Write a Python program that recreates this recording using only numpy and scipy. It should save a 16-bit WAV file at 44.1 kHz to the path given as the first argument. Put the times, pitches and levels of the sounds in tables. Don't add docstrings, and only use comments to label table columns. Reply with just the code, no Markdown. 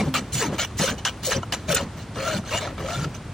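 import sys
import numpy as np
from scipy import signal
from scipy.fft import rfft, irfft, next_fast_len
from scipy.io import wavfile
from scipy.ndimage import uniform_filter1d

SR = 44100
rng = np.random.default_rng(int(sys.argv[2]) if len(sys.argv) > 2 else 0)


def boost(x):
    u = np.asarray(x, float) / 20
    return 10 ** u


def dump_mix(stems):
    frames = np.atleast_2d(stems).T
    limited = np.clip(frames, -1, 1)
    pcm = np.round(limited * 32767).astype(np.int16)
    wavfile.write(sys.argv[1], SR, pcm)


N = 146853


def evened(x):
    return x / np.sqrt(np.mean(x ** 2) + 1e-20)


def read(points, hz):
    f, value = np.transpose(points)
    return np.interp(np.log(hz + 1), np.log(f + 1), value)


def colour(x, gain):
    size = next_fast_len(N + 4096)
    spectrum = rfft(x, size) * gain(np.fft.rfftfreq(size, 1 / SR))
    return irfft(spectrum, size)[..., :N]


def resonate(x, hz, width):
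    turn = np.exp(2j * np.pi * np.cumsum(hz * np.ones(len(x))) / SR)
    r = np.exp(-np.pi * width / SR)
    return 2 * (turn * signal.lfilter([1 - r], [1, -r], x / turn + 1e-18)).real


def wander(span_s):
    size = max(round(span_s * SR), 2)
    smooth = uniform_filter1d(rng.standard_normal(N), size)
    return evened(uniform_filter1d(smooth, size))


def shape(start, length, rise, stop):
    t = np.arange(N) / SR - start
    env = np.clip(t / rise, 0, 1) * np.exp(-np.maximum(t - length, 0) / stop)
    return env, np.clip(t / length, 0, 1)


def chips():
    ticks_per_s, spread_db, lump_db = 16000, 1.1, 1.3
    ticks = (rng.random(N) < ticks_per_s / SR) * rng.standard_normal(N)
    size_db = spread_db * np.minimum(rng.exponential(1, N), 4)
    return evened(ticks * boost(size_db + lump_db * wander(0.002)))


def patchy(x, tilt_db):
    patch_db = 3.4
    hz, t, z = signal.stft(x, SR, nperseg=256, noverlap=192)
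    blobs = uniform_filter1d(rng.standard_normal(z.shape), size=2, axis=0)
    blobs = evened(uniform_filter1d(blobs, size=14, axis=1))
    octaves = np.log2(np.clip(hz, 300, 9000) / 3000)[:, None]
    tilt = np.interp(t, np.arange(N) / SR, tilt_db) * octaves
    return signal.istft(z * boost(patch_db * blobs + tilt), SR, nperseg=256, noverlap=192)[1][:N]


# (frequency [Hz], width [Hz], level [dB])
BAR_MODES = [(1000, 38, -6), (1296, 90, 0), (1697, 310, -4), (2260, 81, -8), (2887, 180, -10),
             (3570, 54, -8), (4140, 186, -8.5), (4770, 110, -14), (5936, 81, 4), (6340, 230, 1),
             (6980, 480, 2), (7970, 20, 5.5)]
# (frequency [Hz], width [Hz], level [dB])
TOP_MODES = [(13030, 60, 0), (13840, 60, 1)]


def bar(force, tone, tilt_db):
    ring_db, waver_db = 6, 4
    sound = force.copy()
    for hz, width, db in BAR_MODES + TOP_MODES:
        drive = force * boost(waver_db * wander(0.0092))
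        sound += boost(db + ring_db) * resonate(drive, hz, width)
    return colour(patchy(sound, tilt_db), lambda hz: boost(read(tone, hz)))


# (time [s], pressure [dB], tilt [dB per octave])
BRISK_PUSHES = [
    [(0.0, -26.5, -1.5), (0.025, -37.5, -5), (0.052, -49.5, 1), (0.088, -44.5, 0.2), (0.11, -64, 4)],
    [(.32, -43.5, 0.5), (.332, -34.5, 5), (.4, -28.5, 0.5), (.43, -24, -1.5), (.465, -32, -3.5),
     (.51, -48, -5.5), (.542, -38, -2), (.576, -45.5, -5)],
    [(.77, -47, 1.5), (.784, -35.5, 5), (.79, -29.5, 2), (.832, -21.5, -1.2), (.862, -29, 0.5),
     (.886, -24.5, -3.5), (.93, -40.5, 0), (.96, -58.5, 0)],
    [(1.22, -55, -2), (1.235, -35, 1.5), (1.266, -30, 4), (1.294, -31.5, 2.7), (1.328, -23.5, -3),
     (1.37, -35, -3.5), (1.41, -57, -0.5)],
]
# (time [s], pressure [dB], tilt [dB per octave])
SLOW_PUSHES = [
    [(2.14, -62.5, 2.5), (2.158, -36.5, -4.5), (2.29, -31, -2.5), (2.34, -32.5, -2), (2.38, -35, -2),
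     (2.395, -43.5, -2.5), (2.43, -62, 0)],
    [(2.77, -65, -1.5), (2.781, -39.5, -6.5), (2.858, -39.5, -3.5), (2.885, -34.5, -3.5),
     (3.04, -37.5, -1.5), (3.08, -61, -5)],
]
# (time [s], pressure [dB], tilt [dB per octave])
BROKEN_PUSHES = [
    [(1.672, -56, 4), (1.688, -30, -2), (1.725, -22, 0.5), (1.742, -33.5, -4.5), (1.748, -26, 12),
     (1.765, -26.5, -3.5), (1.82, -35.5, -3.5), (1.85, -47.5, -2)],
    [(2.45, -45, -2.5), (2.51, -34, -2), (2.55, -26, -4.5), (2.588, -30.5, -2), (2.598, -39, -2.5),
     (2.62, -31, -4), (2.7, -42, -7.5), (2.73, -58.5, -11.5)],
]
# (frequency [Hz], level [dB])
HORN_COLOUR = [(380, -3), (560, 5.5), (1500, -0.5), (3000, 7), (5000, 3), (7000, -4.5), (10000, -3),
               (16000, 1.5)]


def pushes():
    t, press, tilt_db = np.arange(N) / SR, np.zeros(N), np.zeros(N)
    for stroke in BRISK_PUSHES + SLOW_PUSHES + BROKEN_PUSHES:
        s, db, tilt = np.transpose(stroke)
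        inside = (t >= s[0]) & (t <= s[-1])
        press[inside] = boost(np.interp(t[inside], s, db))
        tilt_db[inside] = np.interp(t[inside], s, tilt)
    return boost(-4.5) * bar(chips() * uniform_filter1d(press, size=100), HORN_COLOUR, tilt_db)


# (time [s], length [s], level [dB], pitch [Hz])
STAND_JOLTS = [(0, 0.044, -25, 203), (0.057, 0.022, -23.5, 132), (0.155, 0.067, -35.5, 196),
               (0.343, 0.059, -31.5, 137), (0.523, 0.019, -29.5, 284), (0.482, 0.063, -28, 184),
               (0.797, 0.019, -22, 166), (0.908, 0.028, -28, 197), (1.23, 0.028, -35, 132),
               (1.36, 0.023, -21, 120.4), (1.69, 0.029, -28, 143), (1.798, 0.07, -35, 195),
               (2.157, 0.032, -28.5, 144), (2.235, 0.11, -37, 101), (2.345, 0.054, -29.5, 191),
               (2.19, 0.033, -38, 110), (2.8, 0.032, -30, 131), (2.96, 0.115, -29.5, 139.5)]


def jolts():
    ring_s, width, grit_db = 0.013, 0.44, -7
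    out = np.zeros(N + SR)
    shakes = rng.standard_normal((len(STAND_JOLTS), SR // 3))
    for (start, length, db, hz), shake in zip(STAND_JOLTS, shakes):
        low = evened(resonate(resonate(shake, hz, width * hz), hz, hz))
        grit = evened(resonate(resonate(shake, 1.7 * hz, 1.4 * hz), 3.5 * hz, 5.3 * hz))
        sound = (low + boost(grit_db) * grit)[SR // 12:]
        env = shape(0, length, 0.0015, ring_s)[0][:len(sound)]
        out[round(start * SR):][:len(sound)] += boost(db) * env * sound
    return out[:N]


# (frequency [Hz], level [dB per Hz])
YARD_COLOUR = [(28, -23), (50, -3), (100, 1), (390, -14.5), (550, -18), (1300, -22), (9000, -40.5),
               (20000, -40)]


def yard():
    level_db, top_db_per_oct = -35, -5.5
    top = YARD_COLOUR[-2][0]

    def gain(hz):
        slope = top_db_per_oct * np.log2(np.maximum(hz / top, 1))
        return boost(read(YARD_COLOUR[:-1], hz) + slope)

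    wash = colour(rng.standard_normal((2, N)), gain)
    return boost(level_db + 0.5 * wander(0.43)) * evened(wash)


# (time [s], frequency [Hz], level [dB], T60 [s])
TAPS = [
    (.075, 261.7, -22, 0.33),
    (1.43, 1000, -19, 0.031),
    (1.43, 1343, -19, 0.027),
    (1.43, 690, -23.5, 0.039),
    (1.429, 2940, -27.5, 0.03),
    (3.04, 1393, -22, 0.034),
]


def knocks():
    out, t = np.zeros(N), np.arange(N) / SR
    for s, hz, db, t60 in TAPS:
        u = np.maximum(t - s, 0)
        out += boost(db - 60 * u / t60) * np.minimum(u / 0.0043, 1) * np.sin(2 * np.pi * hz * u)
    return out


# (time [s], length [s], level [dB], sag [dB])
BACK_DRAGS = [
    (0.14, 0.053, -24, -7),
    (0.578, 0.073, -21.5, -11.5),
    (0.979, 0.019, -40, -3.5),
    (1.05, 0.047, -23.5, -11),
    (1.425, 0.018, -33, -29.5),
    (1.523, 0.025, -23.5, -4.5),
    (3.042, 0.007, -35.5, -2.5),
    (3.143, 0.024, -40, -9),
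    (1.96, 0.074, -50, 1.5),
]
DRAG_RISES = [0.00092, 0.018, 0.0026, 0.00034, 0.008, 0.00058, .003, 0.0026, .02]
# (frequency [Hz], level [dB])
SKID_COLOUR = [(300, -0.5), (700, 9.5), (1500, 3), (3000, 9), (5000, 2), (7000, -5), (10000, -8.5),
               (16000, 0.5)]


def drags():
    stop_s, after_db, after_s = 0.0039, -14, 0.052
    land_db, land_s = 3, 0.004
    level = np.zeros(N)
    for (start, length, db, sag_db), rise in zip(BACK_DRAGS, DRAG_RISES):
        env, gone = shape(start, length, rise, stop_s)
        skid = env * boost(land_db * np.exp(-gone * length / land_s))
        brush = boost(after_db) * shape(start, length, rise, after_s)[0]
        level += boost(db + sag_db * gone) * (skid + brush)
    return boost(-5) * bar(chips() * level, SKID_COLOUR, np.zeros(N))


# (time [s], peak level [dB], frequency [Hz])
TORN_CHIPS = [(0.1401, -14, 3260), (0.1523, -10.5, 1190), (0.162, -15.5, 2320), (0.415, -12.5, 1697),
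              (0.4234, -13.5, 990), (0.5248, -27.5, 1090), (0.5925, -15, 2850), (0.7093, -28, 1120),
              (0.789, -16.5, 5620), (0.8215, -12.5, 4230), (0.877, -13, 1512), (1.053, -12.5, 2736),
              (1.1253, -29.5, 1030), (1.235, -26, 5930), (1.3296, -17, 1750), (1.7024, -13.5, 1500),
              (2.158, -22.5, 1160), (2.1853, -22, 1090), (2.2762, -12, 1390), (2.3392, -18.5, 1500),
              (2.4384, -27, 1350), (2.619, -23, 1280), (2.6723, -20.5, 1370), (2.7801, -24, 1290),
              (2.803, -18.5, 1180), (2.8867, -14.5, 1294), (2.9893, -18.5, 1360), (3.045, -17.5, 1313),
              (3.1492, -27, 6130)]


def bites():
    level_db, ring_t60, crack_db, crack_t60 = -6, 0.04, -6, 0.012
    t, out = np.arange(SR // 16) / SR, np.zeros(N + SR)
    cracks = rng.standard_normal((len(TORN_CHIPS), len(t)))
    for (s, db, hz), crack in zip(TORN_CHIPS, cracks):
        ring = boost(-60 * t / ring_t60) * np.sin(2 * np.pi * hz * t)
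        snap = boost(crack_db - 60 * t / crack_t60) * crack
        out[round(s * SR):][:len(t)] += boost(db + level_db) * np.minimum(t / 0.00077, 1) * (ring + snap)
    return colour(out[:N], lambda hz: 1 / (1 + (hz / 9000) ** 2 + (700 / (hz + 1)) ** 2))


# (time [s], length [s], level [dB], first pitch [Hz], last pitch [Hz])
TOOTH_HUMS = [(.428, 0.026, -28, 1120, 880), (.405, 0.074, -27.5, 522.6, 266), (.522, .035, -45, 380, 300),
              (.582, 0.034, -37, 1265, 1460), (.585, 0.029, -32, 3050, 2950), (.6, 0.045, -32, 2150, 2313),
              (.795, 0.017, -32, 1780, 1710), (.878, 0.02, -34, 3030, 3170), (.975, 0.024, -42, 2980, 2970),
              (1.055, 0.027, -31, 1600, 1533), (1.31, .035, -42, 1785, 1800), (.822, 0.027, -25, 647, 524),
              (1.266, 0.029, -26, 620, 507), (1.308, 0.02, -31, 520, 440), (1.345, 0.027, -30.5, 600, 533),
              (1.68, 0.075, -23.5, 620, 496), (1.75, 0.03, -25.5, 1492, 1412),
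              (1.79, 0.038, -29.5, 598.6, 527), (2.156, 0.09, -33, 500.6, 559),
              (2.245, 0.1056, -29.5, 680, 608), (2.23, 0.082, -32.5, 1236, 1410),
              (2.325, .045, -36, 1484, 1390), (2.51, 0.053, -30, 538, 674),
              (2.51, 0.074, -35.5, 2210, 2250), (2.52, 0.071, -31.5, 2735, 2880),
              (2.62, 0.046, -34, 600, 673), (2.83, 0.11, -32, 500, 680), (2.883, 0.083, -36.5, 1280, 1408),
              (3.01, 0.024, -38.5, 1380, 1370)]


def hums():
    edge, arch, waver_hz, lump_db = 0.17, 0.8, 34, 3
    out, waver, lump = np.zeros(N), wander(0.002952), wander(0.0034)
    for k, (start, length, db, first_hz, last_hz) in enumerate(TOOTH_HUMS):
        later = k * SR // 9
        env, gone = shape(start, length, edge * length, 0.0049)
        hz = first_hz + (last_hz - first_hz) * gone ** arch + waver_hz * np.roll(waver, later)
        level = boost(db + 0.5 + lump_db * np.roll(lump, later))
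        out += level * env * np.sin(2 * np.pi * np.cumsum(hz) / SR)
    return out


def echo(rasp):
    level_db, t60 = -12, 0.069
    t = np.arange(SR // 4) / SR
    tail = evened(rng.standard_normal(len(t)) * boost(-60 * t / t60)) / np.sqrt(len(t))
    return boost(level_db) * signal.fftconvolve(rasp, tail)[:N]


def scramble(x):
    z = signal.stft(x, SR, nperseg=256, noverlap=192)[2]
    drift = uniform_filter1d(rng.standard_normal((2,) + z.shape), size=3, axis=1)
    a, b = uniform_filter1d(drift, size=40, axis=2)
    turned = z * np.exp(1j * np.arctan2(a, b))
    return 1.15 * signal.istft(turned, SR, nperseg=256, noverlap=192)[1][:N]


# (frequency [Hz], level [dB])
PORT_DIFFERENCE = [(60, -39), (200, -27), (350, -17), (900, -13), (1900, -19), (3000, -9), (6000, -4),
                   (9000, 2)]


def ports(near, air):
    lean_hz, lean_share, lean_oct = 600, 0.24, 0.65
    lean = colour(near, lambda hz: lean_share * np.exp(-(np.log2((hz + 1) / lean_hz) / lean_oct) ** 2))
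    side = lean + colour(scramble(near) + air[1], lambda hz: boost(read(PORT_DIFFERENCE, hz)))
    return np.array([near + air[0] + side, near + air[0] - side])


def scene():
    rasp = pushes() + hums() + drags() + knocks() + bites()
    near = rasp + echo(rasp) + jolts()
    return ports(near, yard())


# (frequency [Hz], rarity of kept patches [rms])
MID_PATCHES = [(10500, 4), (12400, 4), (13200, 1.4), (14500, 1.7), (15500, .7)]


def thin_mid(mid):
    edge_hz, kept_db = 9950, -1
    hz, t, z = signal.stft(mid, SR, nperseg=1024, noverlap=512)
    field = uniform_filter1d(rng.standard_normal((65, len(t))), size=3, axis=1)
    field = field.repeat(8, axis=0)[:len(hz)]
    below = hz[:, None] < edge_hz + 300 * np.round(field[0] * 2)
    patches = evened(field) > read(MID_PATCHES, hz)[:, None]
    keep = np.where(below, 1, boost(kept_db) * patches)
    return signal.istft(z * keep, SR, nperseg=1024, noverlap=512)[1][:N]


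# (frequency [Hz], rarity of dropped patches [rms])
SIDE_HOLES = [(6000, 2.4), (9000, 2.6), (11000, 2.2), (13000, 1.3), (14500, 1.0), (15500, 1.3)]


def thin_side(side):
    hz, t, z = signal.stft(side, SR, nperseg=1024, noverlap=512)
    field = evened(uniform_filter1d(rng.standard_normal((65, len(t))), size=4, axis=1))
    field = field.repeat(8, axis=0)[:len(hz)]
    z = z * (field < read(SIDE_HOLES, hz)[:, None])
    return signal.istft(z, SR, nperseg=1024, noverlap=512)[1][:N]


def roll_off(x):
    return signal.sosfilt(signal.butter(12, 15940, fs=SR, output="sos"), x)


def record(dry):
    ceiling = 0.5
    left, right = ceiling * np.tanh(dry / ceiling)
    mid, side = thin_mid((left + right) / 2), thin_side((left - right) / 2)
    both = np.array([mid + side, mid - side])
    mix = colour(both, lambda hz: (hz < 15950) / (1 + (33 / (hz + 1)) ** 4))
    return roll_off(mix)


dry = scene()
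out = record(dry)
dump_mix(out)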